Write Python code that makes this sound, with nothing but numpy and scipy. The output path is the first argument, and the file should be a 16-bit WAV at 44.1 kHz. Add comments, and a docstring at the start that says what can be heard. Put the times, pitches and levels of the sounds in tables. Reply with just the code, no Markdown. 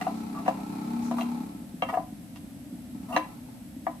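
"""A motorcycle's front wheel, worked by hand under a porch, close to a stereo pair of microphones.
Knocks and scuffs set wheel, brake disc and fork ringing; a hand brushes tyre and disc.
Some way off, the firings of a single-cylinder engine thud and rasp through its exhaust:
it pulls steadily, then comes off the throttle and burbles on with a few pops.
A low outdoor rumble and a thin hiss lie underneath."""
import sys
import numpy as np
from scipy import signal
from scipy.fft import rfft, irfft
from scipy.io import wavfile

SR = 44100
rng = np.random.default_rng(int(sys.argv[2]) if len(sys.argv) > 2 else 0)


def transcribe(signal):
    """Save signal, clipped to [-1, 1], as a 16-bit WAV file at the path in sys.argv[1]."""
    frames = np.atleast_2d(signal).T
    limited = np.clip(frames, -1, 1)
    pcm = np.round(limited * 32767).astype(np.int16)
    wavfile.write(sys.argv[1], SR, pcm)


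N = 176400
T = np.arange(N) / SR

# Blows between the parts. Each row: start in seconds, gain in dB, brightness in Hz,
# weights of fork, disc and crack in dB, low cut in Hz.
KNOCK_BLOWS = [(.0125, -21, 2940, -12, -8, 3.5, 1350), (.0665, -21.5, 1250, -5.5, 2, -1, 260),
               (0.4792, -16, 1300, 1, 6.5, 5.5, 300), (1.111, -21, 1090, -1, -10, 7.5, 260),
               (1.184, -27, 1720, -1.5, 0, 9, 300), (1.210, -30, 4000, 13, 1.5, 5, 600),
               (1.822, -18.5, 2650, 3, 0, -3, 440), (1.940, -28.5, 1600, -8, 9, -6, 350),
               (1.9715, -19.5, 970, -4.5, -8, -4, 356), (2.359, -44.5, 3570, -12, 4.5, 18, 500),
               (3.164, -12, 4400, 6.5, -3, -3, 292), (3.8665, -16.5, 1460, -1.5, -9, -9, 300)]
# Parts sliding. Each row: start and length in seconds, level in dB, brightness in Hz,
# weight of the disc in dB, grit level in dB.
SCUFF_SLIDES = [(0.34, .07, -44, 1420, 6, -67), (0.455, 0.013, -32, 1900, 2, -67),
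                (0.581, .02, -43, 1740, 5, -69), (1.172, 0.069, -48.5, 2040, 10, -52.5),
                (1.882, .02, -32, 1700, 2, -57), (1.922, 0.035, -31.5, 1350, -8, -58),
                (1.987, 0.019, -41, 900, 5, -75), (3.082, 0.04, -41.5, 1400, 5, -56.5),
                (3.118, .044, -36, 1030, 15.5, -53)]
# A hand on tyre and disc. Each row: start and length in seconds, gain in dB, centre in Hz.
HAND_STROKES = [(0.095, 0.17, -62, 4400), (0.997, 0.13, -55.5, 6060)]
# How each part rings. Each row: pitch in Hz, gain in dB, seconds to fall by 60 dB.
FORK_RINGING = [(308.8, -19.5, 0.24), (531.7, -14.5, 0.12)]
WHEEL_RINGING = [(676, -14, 0.15), (729, -1.5, 0.071), (817, -12.5, 0.086), (894, -8, 0.03),
                 (1012, -7.5, 0.15), (1169, -7.5, 0.046), (1290, -18.5, 0.066), (1467, -18, 0.043),
                 (1700, -10, 0.02), (1875, -16.5, 0.041), (2018, -15.5, 0.05), (2256, -17, 0.043),
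                 (3790, -22, 0.033), (4000, -14, 0.013)]
DISC_RINGING = [(2733, -10, 0.048), (2780, -10, 0.02), (3180, -16, .03), (6195, -2.5, 0.022)]
# Reflections off slab and bodywork. Each row: delay in seconds, gain in dB.
CLOSE_ECHOES = [(.0043, -7.5), (.0105, -5)]
# Engine speed. Each row: time in seconds, firings per second.
FIRING_RATE = [(0, 31.69), (.165, 32.05), (.46, 32.7), (.76, 33.3), (1.06, 33.9), (1.4, 34.3), (2.5, 35.46),
               (4, 34.45)]
# The engine from a distance. Each row: time in seconds, then exhaust thud, silencer boom and rasp in dB.
ENGINE_LEVELS = [(0, -34, -66, -36), (.15, -33.5, -46, -43), (.7, -33.5, -58.5, -42.5),
                 (.88, -31, -40, -41), (.96, -33.5, -32.5, -42), (1.32, -37.5, -31.5, -42),
                 (1.41, -33.5, -36, -44.5), (1.53, -39.5, -51, -52.5), (1.7, -50, -76, -60),
                 (2.5, -49.5, -53, -91), (3.05, -48, -39, -57.5), (3.55, -60.5, -66, -59.5),
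                 (4, -58, -49, -112)]
# Pops off the throttle. Each row: start in seconds, peak in dB.
EXHAUST_POPS = [(1.587, -40), (1.617, -31.5), (1.739, -28), (1.99, -31), (2.122, -29.5), (2.888, -37),
                (3, -33), (3.764, -37)]
# Resonances of the rasp. Each row: centre in Hz, width in Hz, gain in dB.
RASP_BANDS = [(414, 25, 3.5), (706, 109, -3), (860, 51, 6), (1110, 57, -5.5), (1308, 38, -1),
              (2410, 420, -15.5), (3970, 800, -18.5), (8300, 13000, -28)]
# The outdoor background. Each row: frequency in Hz, noise density in dB (power per Hz).
RUMBLE_SPECTRUM = [(20, -100), (50, -76), (100, -73.5), (140, -71), (185, -69.5), (255, -63.5),
                   (305, -72.5), (360, -87.5), (450, -95.5), (530, -86), (730, -88), (950, -108),
                   (1800, -103), (5000, -120)]
HISS_SPECTRUM = [(100, -89.5), (250, -72), (400, -94), (750, -88.5), (1100, -96), (2500, -97), (6000, -101),
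                 (7500, -101), (8100, -93), (8900, -103), (10200, -103), (11250, -90.5), (12300, -101),
                 (15200, -108)]

MODE_SCATTER_DB, PHASE_SCATTER_RAD_PER_KHZ = 4, 0.52
WHEEL_PAN_DB, PAN_FALL_DB_PER_KHZ = 2.3, 1.23
CRACK_DB, CRACK_DECAY_S, CRACK_LOW_HZ = -18, 0.014, 900
SLIPS_PER_S, SCUFF_EDGE_S, GRIT_LOW_HZ = 2200, 0.0057, 6000
PORCH_DB, PORCH_T60_S, PORCH_TOP_HZ, PORCH_WIDE_HZ = -8.5, 0.29, 5000, 1120
FIRST_FIRING_S, THROTTLE_OFF_S = .015, 1.49
PULL_SCATTER_DB, BURBLE_SCATTER_DB, BURBLE_JITTER_S = 1.04, 6, 0.00257
EXHAUST_LOW_HZ, EXHAUST_HIGH_HZ, BOOM_WIDTH_HZ = 164.9, 306.6, 2.3
RASP_DECAY_S, RASP_STEADY, RASP_PULSE = 0.024, 0.51, 0.28
WALL_ECHO_S, WALL_ECHO_DB, SIDE_ECHO_S, SIDE_ECHO_DB = 0.01041, -4, .013, -20.5


def wheel(force, bright_hz, fork_db, disc_db, crack_db, low_hz):
    """A contact cracks and rings fork, wheel and disc; each mode meets the microphones out of step."""
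    parts = (FORK_RINGING, fork_db), (WHEEL_RINGING, 0), (DISC_RINGING, disc_db)
    modes = [(hz, db + weight, t60) for part, weight in parts for hz, db, t60 in part]
    ringing = 0
    for k, (hz, db, t60) in enumerate(modes):
        khz = hz / 1000
        strength = amp(db + MODE_SCATTER_DB * rng.normal()) * (-1) ** (k // 2)
        balance = pan(WHEEL_PAN_DB - PAN_FALL_DB_PER_KHZ * khz)
        phase = antiphase(PHASE_SCATTER_RAD_PER_KHZ * khz * rng.normal())
        sine = ring(force, hz, t60)
        cosine = np.gradient(sine) * SR / (2 * np.pi * hz)
        ringing += strength * balance * (np.cos(phase) * sine + np.sin(phase) * cosine)
    ringing = butter(ringing, bright_hz, "low", order=3)   # soft contacts are dull
    t = T[:len(force)]
    burst = butter(rng.standard_normal((2, len(t))) * np.exp(-t / CRACK_DECAY_S), CRACK_LOW_HZ, "high")
    crack = amp(CRACK_DB + crack_db) * signal.fftconvolve(burst, force[None], axes=1)[:, :len(t)]
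    return butter(ringing, low_hz, "high") + butter(crack, bright_hz, "low", order=1)


def knocks_and_scuffs():
    """Knocks are single blows; scuffs are runs of tiny slips that ring the same parts, with fine grit."""
    out, t = np.zeros((2, N)), T[:SR // 4]
    for start, db, *contact in KNOCK_BLOWS:
        add(out, start, amp(db) * wheel(1.0 * (t == 0), *contact))
    for start, length, db, bright_hz, disc_db, grit_db in SCUFF_SLIDES:
        pressure = np.clip(np.minimum(t, length - t) / SCUFF_EDGE_S, 0, 1)
        slips = (rng.random(len(t)) < SLIPS_PER_S / SR) * rng.standard_normal(len(t)) * pressure
        scuff = wheel(slips, bright_hz, fork_db=-7, disc_db=disc_db, crack_db=5.5, low_hz=300)
        grit = butter(pressure * rng.standard_normal((2, len(t))), GRIT_LOW_HZ, "high", order=1)
        add(out, start, (amp(db) * unit(scuff) + amp(grit_db) * unit(grit)) * np.sqrt(length / t[-1]))
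    return out


def hand_rubs():
    """Skin brushes tyre and disc in soft grainy strokes that swell and fade."""
    out = np.zeros((2, N))
    for start, length, db, hz in HAND_STROKES:
        grains = rng.standard_normal((2, N)) * (rng.random(N) < SLIPS_PER_S / SR)
        swell = np.sin(np.pi * np.clip((T - start) / length, 0, 1))
        out += amp(db) * swell * unit(resonate(grains, hz, width_hz=1800))
    return out


def porch(x):
    """The porch adds two close echoes and a short diffuse tail whose lows reach both microphones alike."""
    out, t = x.copy(), T[:SR // 2]
    for delay, db in CLOSE_ECHOES:
        add(out, delay, amp(db) * x)
    mid, side = rng.standard_normal((2, len(t)))
    air = mid + antiphase(butter(side, PORCH_WIDE_HZ, "high"))
    envelope = np.exp(-np.log(1000) * t / PORCH_T60_S) * (1 - np.exp(-t / 0.0017))
    tail = unit(butter(air, PORCH_TOP_HZ, "low") * envelope) * np.sqrt(4 * PORCH_TOP_HZ / SR / len(t))
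    return out + amp(PORCH_DB) * signal.fftconvolve(x, tail, axes=1)[:, :N]


def engine():
    """Some way off, the firings thud, boom and rasp; off the throttle the exhaust pops."""
    cycles = np.cumsum(np.interp(T, *np.transpose(FIRING_RATE))) / SR
    pulses = firings(cycles)
    times, *levels = np.transpose(ENGINE_LEVELS)
    thud_gain, boom_gain, rasp_gain = [amp(np.interp(T, times, db)) for db in levels]
    pop_s, pop_db = np.transpose(EXHAUST_POPS)
    pops = silencer(clicks(pop_s, amp(pop_db))) / np.abs(silencer(1.0 * (T == 0))).max()
    echoed = pulses.copy()
    add(echoed, WALL_ECHO_S, amp(WALL_ECHO_DB) * pulses)   # a wall repeats each firing
    thuds = unit(silencer(echoed))
    low = thud_gain * thuds + boom_gain * boom(thuds, cycles, harmonic=7) + pops
    out = (low + rasp_gain * rasp(pulses)) * pan(db=0.47)
    add(out, SIDE_ECHO_S, amp(SIDE_ECHO_DB) * antiphase(low))
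    return out


def firings(cycles):
    """One pulse per engine cycle; off the throttle they turn uneven in time and strength."""
    times = FIRST_FIRING_S + np.interp(np.arange(int(cycles[-1])), cycles, T)
    coasting = times > THROTTLE_OFF_S
    jitter, scatter = rng.standard_normal((2, len(times)))
    sizes = amp(np.where(coasting, BURBLE_SCATTER_DB, PULL_SCATTER_DB) * scatter)
    return clicks(times + coasting * BURBLE_JITTER_S * jitter, sizes)


def silencer(x):
    """The silencer passes one low band with steep sides."""
    return butter(x, [EXHAUST_LOW_HZ, EXHAUST_HIGH_HZ], "band", order=4)


def boom(thuds, cycles, harmonic):
    """The silencer's boom: one multiple of the firing rate, picked out of the thuds as a clean tone."""
    carrier = np.exp(2j * np.pi * harmonic * cycles)
    envelope = butter(thuds / carrier, BOOM_WIDTH_HZ, "low")
    envelope = butter(envelope[::-1], BOOM_WIDTH_HZ, "low")[::-1]   # backwards, to cancel the delay
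    return unit((envelope * carrier).real)


def rasp(pulses):
    """Gas noise surges with each firing and sounds through a set of resonances."""
    surge = unit(signal.lfilter([1], [1, -np.exp(-1 / (RASP_DECAY_S * SR))], pulses))
    gas = unit((RASP_STEADY + surge) * rng.standard_normal((2, N))) + RASP_PULSE * unit(pulses)
    bands = [(-1) ** k * amp(db) * resonate(gas, hz, width) for k, (hz, width, db) in enumerate(RASP_BANDS)]
    return unit(sum(bands))


def outdoors():
    """A low rumble common to both microphones and a thin hiss that differs in each."""
    return noise(RUMBLE_SPECTRUM, channels=1) * pan(db=0.4) + noise(HISS_SPECTRUM, channels=2)


def noise(spectrum, channels):
    """Steady noise of the given colour, unrelated between channels."""
    hz, db = np.transpose(spectrum)
    bins_hz = np.fft.rfftfreq(N, 1 / SR) + 1e-3
    colour = amp(np.interp(np.log(bins_hz), np.log(hz), db))
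    return irfft(rfft(rng.standard_normal((channels, N))) * colour, N) * np.sqrt(SR / 2)


def amp(db):
    """Decibels to gain."""
    return 10 ** (np.asarray(db) / 20)


def unit(x):
    """Scale to rms 1."""
    return x / np.sqrt(np.mean(x ** 2) + 1e-20)


def pan(db):
    """Stereo gains; positive dB leans left."""
    return amp([[db], [-db]])


def antiphase(x):
    """Upright on the left, inverted on the right."""
    return x * np.array([[1], [-1]])


def butter(x, hz, kind, order=2):
    """Causal Butterworth filter."""
    return signal.sosfilt(signal.butter(order, hz, kind, fs=SR, output="sos"), x + 1e-18)


def resonate(x, hz, width_hz):
    """Resonance with gain 1 at its peak."""
    r, w = np.exp(-np.pi * width_hz / SR), 2 * np.pi * hz / SR
    return signal.lfilter(np.array([1, 0, -1]) * (1 - r * r) / 2, [1, -2 * r * np.cos(w), r * r], x + 1e-18)


def ring(x, hz, t60):
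    """A unit click sets a sine of height 1 ringing."""
    r, w = np.exp(-np.log(1000) / (t60 * SR)), 2 * np.pi * hz / SR
    return signal.lfilter([0, np.sin(w)], [1, -2 * r * np.cos(w), r * r], x + 1e-18)


def add(out, start_s, x):
    """Mix x into out from start_s."""
    i = max(int(start_s * SR), 0)
    out[..., i:i + x.shape[-1]] += x[..., :max(N - i, 0)]


def clicks(times, sizes):
    """A train of single-sample clicks."""
    return np.bincount(np.clip(times * SR, 0, N).astype(int), sizes, N + 1)[:N]


def scene():
    """The wheel close by under the porch, the engine further off, open air behind."""
    return porch(knocks_and_scuffs() + hand_rubs()) + engine() + outdoors()


def record(dry):
    """The microphones drop the deepest bass; the top is cut steeply at 15.5 kHz."""
    x = butter(dry, hz=35.6, kind="high", order=4)
    return signal.sosfilt(signal.ellip(12, .1, 80, 15500, fs=SR, output="sos"), x)


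dry = scene()
out = record(dry)
transcribe(out)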